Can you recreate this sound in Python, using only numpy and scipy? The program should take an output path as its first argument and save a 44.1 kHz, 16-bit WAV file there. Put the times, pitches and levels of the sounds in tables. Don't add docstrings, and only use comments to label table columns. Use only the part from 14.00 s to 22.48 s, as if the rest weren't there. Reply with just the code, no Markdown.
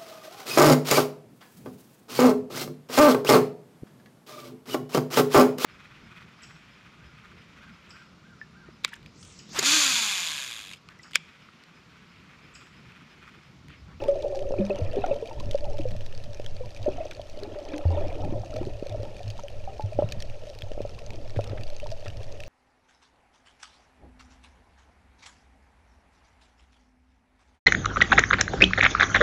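import sys
import numpy as np
from scipy import signal
from scipy.io import wavfile

SR = 44100
rng = np.random.default_rng(int(sys.argv[2]) if len(sys.argv) > 2 else 0)


def generate_wav(signal):
    frames = np.transpose(np.atleast_2d(signal))
    scaled = np.clip(frames, -1, 1) * 32767
    pcm = np.round(scaled).astype(np.int16)
    wavfile.write(sys.argv[1], SR, pcm)


N = 373968
SWELL_CYCLES = 0.24


def amp(db):
    return 10 ** (np.asarray(db) / 20)


def unit(x):
    return x / np.sqrt(np.mean(x ** 2) + 1e-20)


def curve(rows, s):
    return np.interp(s, *np.transpose(rows))


def add(mix, s, sound):
    part = mix[max(0, round(s * SR)):][:len(sound)]
    part += sound[:len(part)]


def colour(x, points):
    size = 2 ** 15
    hz, db = np.transpose(points)
    bins_hz = abs(np.fft.fftfreq(size, 1 / SR))
    bins_db = np.interp(np.log(bins_hz + 1), np.log(hz + 1), db)
    log_gain = np.log(amp(bins_db))
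    response = np.fft.ifft(np.exp(np.conj(signal.hilbert(log_gain)))).real
    return signal.oaconvolve(x, response[:size // 2])[:len(x)]


def spurts(db, hz):
    slow = signal.sosfilt(signal.butter(2, hz, fs=SR, output="sos"), rng.standard_normal(N))
    return amp(db * unit(slow))


def surge(t, s, rise_s, hold_s, fall_db_per_s):
    rise = np.exp(-(np.minimum(t - s, 0) / rise_s) ** 2)
    fall = amp(-fall_db_per_s * np.maximum(t - s - hold_s, 0))
    return rise * fall


def pile_up(t, events, rise_s, fall_db_per_s, floor_db):
    coarse = t[::100]
    power = sum((amp(db) * surge(coarse, s, rise_s, hold_s, fall_db_per_s)) ** 2
                for s, hold_s, db in events)
    return 10 * np.log10(np.interp(t, coarse, power) + amp(floor_db) ** 2)


def bubble(hz, t60, swell, glide):
    t = np.arange(int(1.2 * t60 * SR) + 2) / SR
    turns = hz * t * (1 + glide * t / t60 / 2)
    onset = 1 - np.exp(-t / max(swell, 1e-4))
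    decay = np.exp(-np.log(1000) * t / t60)
    return onset * decay * np.sin(2 * np.pi * turns)


def swarm(per_s, centre_hz, octaves, cycles, spread_db, glide):
    out = np.zeros(N)
    for when, a, b, c, d in rng.random((int(per_s * N / SR), 5)):
        hz = centre_hz * 2 ** (octaves * (a + b - 1))
        t60 = cycles * 2 ** (2 * c - 1) / hz
        add(out, when * N / SR, amp(spread_db * d) * bubble(hz, t60, .5 / hz, glide))
    return out


def housing(x, wall_hz=960):
    # mode_hz, width_hz, gain_db over the direct path
    hollow_modes = [(442, 135, -5.5), (581.4, 60.4, 10.5), (1320, 52, 4.5)]
    modes = sum(amp(db) * signal.lfilter(*signal.iirpeak(hz, hz / width, fs=SR), x)
                for hz, width, db in hollow_modes)
    return signal.sosfilt(signal.butter(3, wall_hz, fs=SR, output="sos"), x + modes)


def flow(t, buffet_db=-1, sway_db=-32, follow=0.65):
    # peak_s (push at full strength), push_db (before buffet_db)
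    kicks = [(-.05, -40.5), (.49, -39), (0.882, -34.5), (1.42, -35), (1.671, -37), (1.859, -33),
             (2.152, -41.5), (2.46, -40), (2.861, -40.5), (4.049, -36), (4.251, -32.5), (4.59, -35),
             (4.949, -39.5), (5.271, -41.5), (5.601, -40), (6.049, -34), (6.771, -38), (7.121, -41),
             (7.501, -37), (7.879, -41.5), (8.179, -39.5)]
    # (relative, per Hz)
    sway_spectrum = [(3, -19.5), (7, 9), (15, -5.5), (30, -15), (50, -18), (80, -19), (200, -49.5),
                     (600, -84)]
    # (relative, per Hz)
    buffet_spectrum = [(20, -24), (50, -2), (75, -14), (105, 5), (125, -9.5), (150, -13), (220, -19),
                       (400, -35), (1200, -94.5)]
    hold_s = 0.038
    push_db = pile_up(t, [(s, hold_s, db) for s, db in kicks],
                      rise_s=0.085, fall_db_per_s=45.5, floor_db=-49.5)
    shoves = spurts(db=3.5, hz=7.8) * rng.standard_normal(N)
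    buffet = amp(push_db + buffet_db) * unit(colour(shoves, buffet_spectrum))
    sway_level = sway_db + follow * (push_db - push_db.mean())
    sway = amp(sway_level) * unit(colour(rng.standard_normal(N), sway_spectrum))
    return buffet + sway


def snap(hz, ring_s=0.00085, scatter=1.09, echo=0.42, echo_s=0.001483):
    t = np.arange(SR // 80) / SR
    ring, path = rng.random(2)
    tick = np.exp(-t / (ring_s * (.5 + ring))) * np.sin(2 * np.pi * hz * t)
    smear = np.exp(-t / (ring_s * (.5 + 2 * path))) * rng.standard_normal(len(t))
    direct = tick + scatter * smear
    return direct - echo * np.interp(t - echo_s * path, t, direct, left=0)


def patter(per_s, spread_db, most, count=40):
    when, size, kind = rng.random((3, N))
    at = np.flatnonzero(when < per_s / SR * spurts(db=2.2, hz=16))
    kinds = [snap(hz) for hz in np.geomspace(2400, 6500, count)]
    out = np.zeros(N)
    for i in at:
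        level_db = spread_db * min(-np.log(size[i] + 1e-12), most)
        add(out, i / SR, amp(level_db) * kinds[int(kind[i] * count)])
    return out


def crackle(far_db=-57.0, near_db=1.5, hiss_db=-62, crack_db=-11, crack_s=0.0002):
    # start_s, level_db (before near_db and crack_db), pitch_hz
    near_snaps = [(0.039, -30, 2740), (0.083, -33.5, 3380), (0.391, -34, 3000), (0.7587, -35.5, 2400),
                  (1.0627, -32.5, 3350), (1.4002, -32.5, 2660), (1.406, -35.5, 4240), (1.5114, -26.5, 3330),
                  (1.533, -36.5, 2950), (1.6437, -37, 2840), (1.818, -38, 3200), (1.9078, -38, 2880),
                  (2.0634, -33.5, 3770), (2.463, -28, 3260), (2.8289, -34.5, 3790), (3.1114, -29.5, 2480),
                  (3.2977, -38, 5630), (3.4342, -30, 4000), (3.7805, -31, 2400), (4.563, -33, 2340),
                  (5.302, -34, 3130), (5.4833, -32, 3140), (6.0891, -33.5, 2650), (6.122, -24, 2500),
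                  (6.2033, -31.5, 4560), (6.2236, -27, 3250), (6.5882, -32, 4630), (6.609, -39, 3270),
                  (6.621, -25, 3300), (7.1053, -32, 2430), (7.442, -32.5, 3030), (7.635, -30, 4700),
                  (7.8, -33, 2670), (8.0813, -32, 2650), (8.4032, -31.5, 2670), (8.4364, -28.5, 2600)]
    # (relative, per Hz)
    snap_spectrum = [(600, -23), (1500, -5), (1800, 0.5), (2050, -3.5), (2500, 1), (3300, 0), (4800, -0.5),
                     (6300, -3), (7200, -9.5), (9600, -16), (10800, -21.5), (13300, -20), (15500, -54)]
    # (relative, per Hz)
    crack_spectrum = [(3000, -51), (6000, -9), (9600, -31), (10800, -22.5), (13000, -19.5), (15500, -3)]
    near = np.zeros(N)
    t = np.arange(SR // 100) / SR
    for s, db, hz in near_snaps:
        tick = colour(snap(hz), snap_spectrum)
        crack = colour(np.exp(-t / crack_s) * rng.standard_normal(len(t)), crack_spectrum)
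        add(near, s, amp(db + near_db) * tick / abs(tick).max())
        add(near, s, amp(db + crack_db) * crack / abs(crack).max())
    far = amp(far_db) * unit(colour(patter(per_s=160, spread_db=5.8, most=3.3), snap_spectrum))
    hiss = amp(hiss_db) * unit(colour(rng.standard_normal(N), snap_spectrum))
    return near + far + hiss


def whine(hz=9650, width_hz=25, db=-85):
    return amp(db) * unit(signal.lfilter(*signal.iirpeak(hz, hz / width_hz, fs=SR), rng.standard_normal(N)))


def stream(t):
    # time_s, level_db (before the balance of its notes)
    stream_fade = [(0, -33.5), (.62, -33.5), (.8, -84), (1, -100)]
    # centre_hz, spread_octaves, balance_db
    stream_notes = [(554.7, 0.12, 5.5), (378, 0.054, 4)]
    notes = sum(amp(db) * unit(swarm(per_s=89, centre_hz=hz, octaves=octaves, cycles=38,
                                     spread_db=0.0, glide=0.0078))
                for hz, octaves, db in stream_notes)
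    return amp(curve(stream_fade, t)) * unit(housing(notes))


def simmer(t):
    # time_s, level_db
    linger = [(2.4, -50.5), (5.1, -49.5), (8.48, -47.5)]
    pops = swarm(per_s=420, centre_hz=644.4, octaves=0.89, cycles=12.8, spread_db=19.5, glide=0)
    return amp(curve(linger, t)) * unit(housing(pops))


def air(t):
    # peak_s (moment of full
    # strength), hold_s, small_bubbles_db, large_bubbles_db, foam_db
    plunges = [(0, 0.0072, -32.5, -35, -49.5), (0.176, 0.12, -38, -55, -74), (0.598, 0.26, -40, -44.5, -55),
               (0.957, 0.16, -34.5, -39.5, -55), (1.293, 0.22, -47, -47.5, -65),
               (1.643, 0.038, -37, -45.5, -72), (2.875, 0.15, -46, -46.5, -57.5),
               (3.376, 0.24, -45, -44, -59), (3.683, 0.16, -43.5, -44.5, -58),
               (3.927, 0.17, -35.5, -36.5, -54.5), (4.215, 0.11, -37, -37.5, -62.5),
               (4.548, 0.047, -37.5, -42, -62), (4.92, 0.12, -42, -48, -60), (6.026, 0.071, -44, -54, -59),
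               (7.154, 0.016, -52, -43.5, -66), (7.485, 0.057, -44, -47.5, -57.5)]
    rise_s = 0.042
    bubbles_clear_db_per_s, foam_clear_db_per_s = 77, 83
    linger_cloud_db, linger_foam_db = -60.5, -63
    s, hold_s, small, large, froth = np.transpose(plunges)
    return (pile_up(t, zip(s, hold_s, small), rise_s, bubbles_clear_db_per_s, linger_cloud_db),
            pile_up(t, zip(s, hold_s, large), rise_s, bubbles_clear_db_per_s, linger_cloud_db),
            pile_up(t, zip(s, hold_s, froth), rise_s, foam_clear_db_per_s, linger_foam_db))


def churn(small_level, large_level, foam_level, large_db=-2, rush_db=6, rush_hz=850, rush_q=0.23):
    small = swarm(per_s=320, centre_hz=676.6, octaves=0.725, cycles=45, spread_db=28, glide=0.094)
    large = swarm(per_s=150, centre_hz=344.7, octaves=0.762, cycles=16.0, spread_db=13.5, glide=0.081)
    rush = signal.lfilter(*signal.iirpeak(rush_hz, rush_q, fs=SR), rng.standard_normal(N))
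    return (amp(small_level) * unit(housing(small))
            + amp(large_level + large_db) * unit(housing(large))
            + amp(foam_level + rush_db) * unit(housing(rush)))


def foam(level, fizz_db=0.44, plips_db=-12, plinks_db=-11, plip_t60=0.028):
    # (relative, per Hz)
    fizz_spectrum = [(500, -9), (900, -10.5), (1550, -10), (1800, -0.5), (2050, -5), (2500, 4.5), (3500, 2),
                     (6000, -4), (8000, -27.5), (14000, -57)]
    # start_s, level_db, pitch_hz
    near_plips = [(.584, -32, 2440), (.705, -24, 2580), (1.019, -30.5, 2615), (1.114, -31.5, 2620),
                  (1.403, -25, 1005), (4.53, -34, 1310), (4.563, -33, 1310), (5.392, -32.5, 1310),
                  (6.981, -34.5, 1080), (7.391, -37, 1350), (7.4185, -34.5, 2560), (7.492, -36, 1270),
                  (7.572, -43, 1290), (8.06, -33, 1295)]
    cloud = swarm(per_s=1500, centre_hz=2050, octaves=1.6, cycles=40, spread_db=27, glide=.03)
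    cloud = cloud * spurts(db=1.5, hz=18)
    fizz = unit(colour(cloud, fizz_spectrum))
    plips = unit(swarm(per_s=28, centre_hz=2566, octaves=0.28, cycles=76, spread_db=28.0, glide=0.024))
    plinks = unit(swarm(per_s=13, centre_hz=1262, octaves=0.11, cycles=37, spread_db=25.0, glide=0.035))
    out = amp(level) * (amp(fizz_db) * fizz + amp(plips_db) * plips + amp(plinks_db) * plinks)
    for s, db, hz in near_plips:
        add(out, s, amp(db) * bubble(hz, plip_t60, 4 / hz, glide=0.025))
    return out


def strokes(glide=0.0084, spray_db=-25, spray_s=0.013, rebound=0.75):
    # start_s, level_db (before the housing), pitch_hz, t60_s
    pockets = [(.04, -32, 883, 0.13), (0.084, -21.5, 558.4, 0.16), (.155, -30, 645, 0.088),
               (.245, -24.5, 480, 0.055), (.255, -26.5, 633, .04), (.323, -32.5, 541, 0.29),
               (.347, -32.5, 792, 0.082), (.43, -35, 734, 0.049), (.52, -24.5, 528, 0.051),
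               (0.588, -20.5, 362, 0.098), (0.597, -19, 200, 0.37), (.698, -23.5, 393, 0.11),
               (.706, -27.5, 580, 0.098), (.797, -29.5, 484, 0.093), (0.816, -15.5, 92, 0.16),
               (.951, -29, 516, 0.089), (.968, -21.5, 401, 0.14), (0.984, -19, 270, 0.027),
               (1.04, -17, 745, 0.049), (1.041, -22.5, 1420, 0.047), (1.11, -20, 548, 0.072),
               (1.224, -26, 453, 0.074), (1.311, -29, 900, 0.045), (1.546, -18.5, 548, 0.036),
               (1.655, -36, 796, 0.071), (1.787, -34, 554, 0.067), (1.796, -25.5, 313, 0.071),
               (1.853, -26.5, 504, 0.1), (1.883, -27.5, 98, 0.16), (1.949, -35, 620, 0.028),
               (2.607, -32.5, 503, 0.11), (2.636, -45, 974, 0.12), (2.861, -25.5, 597, 0.1),
               (2.88, -16, 373, 0.048), (2.981, -32.5, 709, 0.17), (3.004, -29.5, 645, 0.098),
               (3.054, -27.5, 604, 0.02), (3.195, -27.5, 650, 0.02), (3.425, -31, 408, 0.12),
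               (3.45, -41, 848, 0.1), (3.735, -28, 300, 0.23), (3.79, -31, 700, 0.036),
               (3.853, -12.5, 85.5, 0.48), (3.905, -30, 795, .06), (3.969, -29.5, 587, 0.098),
               (4.235, -30, 848, 0.065), (4.25, -24, 157, 0.058), (4.323, -23.5, 340, 0.042),
               (4.434, -30, 750, 0.029), (4.612, -21, 364, 0.049), (4.67, -24.5, 368, 0.043),
               (4.862, -33.5, 523, 0.046), (4.945, -29, 634, 0.042), (5.204, -35, 713, 0.037),
               (5.391, -29, 940, 0.034), (5.435, -37.5, 564, 0.059), (5.675, -29.5, 776, 0.095),
               (5.795, -29.5, 860, 0.14), (5.838, -18, 99, 0.19), (5.922, -33.5, 630, 0.047),
               (5.989, -22.5, 840, 0.056), (6.022, -26, 612, 0.055), (6.041, -14.5, 116, 0.05),
               (6.629, -25.5, 97.3, 0.15), (6.85, -23, 580, 0.014), (7.37, -17, 104, 0.19),
               (7.394, -31, 650, 0.051), (7.549, -39, 630, 0.086), (7.829, -36, 597, 0.058),
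               (7.861, -28, 920, 0.026), (7.918, -34.5, 655, 0.11)]
    # centre_s (middle of the swing), level_db (before the
    # housing), centre_hz
    slaps = [(.508, -20.5, 460), (.54, -21.5, 706), (.701, -19, 600), (1.112, -29, 400), (1.787, -31, 420),
             (2.3985, -26.5, 466), (2.886, -18, 503), (3.854, -24.5, 565), (4.277, -28, 422),
             (4.613, -19, 354), (4.8265, -21.5, 342), (5.033, -28.5, 400), (5.797, -26, 594),
             (5.9895, -12.5, 500), (5.993, -18, 538), (6.023, -18.5, 640), (6.717, -27.5, 415),
             (6.778, -25.5, 474), (6.8053, -22, 407), (7.364, -27, 320), (7.3911, -17, 595),
             (7.533, -24.5, 347), (8.059, -31.5, 560)]
    out = np.zeros(N)
    for s, db, hz, t60 in pockets:
        add(out, s, amp(db) * bubble(hz, t60, SWELL_CYCLES / hz, glide))
    t = np.arange(SR // 20) / SR
    spray_band = signal.butter(2, [600, 2500], "band", fs=SR)
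    for s, db, hz in slaps:
        u = np.pi * hz * t - np.pi
        swing = (2 * rebound * u ** 2 - 1) * np.exp(-u ** 2)
        add(out, s - 1 / hz, amp(db) * swing)
        spray = unit(signal.lfilter(*spray_band, rng.standard_normal(len(t))))
        add(out, s, amp(db + spray_db) * np.exp(-t / spray_s) * spray)
    return out


def bursts(low_hz=1300, high_hz=3700, cycles=20, count=24):
    # start_s, peak_db, birth_s (time within which the bubbles are born)
    shatters = [(1.037, -35, 0.012), (3.109, -36.5, 0.015), (3.546, -42, .018), (3.735, -34, 0.012),
                (7.359, -37, 0.013), (7.516, -42, 0.011), (7.575, -34, 0.0091), (8.059, -34.5, .016)]
    out = np.zeros(N)
    for s, db, length in shatters:
        spit = np.zeros(SR // 10)
        for hz, delay in zip(np.geomspace(low_hz, high_hz, count), rng.random(count) ** 2):
            add(spit, length * delay, bubble(hz, cycles / hz, SWELL_CYCLES / hz, glide=0.053))
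        add(out, s, amp(db) * spit / abs(spit).max())
    return out


def scene():
    t = np.arange(N) / SR
    small, large, froth = air(t)
    water = flow(t) + crackle() + whine()
    clouds = stream(t) + simmer(t) + churn(small, large, froth) + foam(froth)
    hits = housing(strokes()) + bursts()
    return (water + clouds + hits)[None]


def record(dry, top_hz=15200):
    return signal.oaconvolve(dry, signal.firwin(401, top_hz, window=("kaiser", 9), fs=SR)[None], "same")


dry = scene()
out = record(dry)
generate_wav(out)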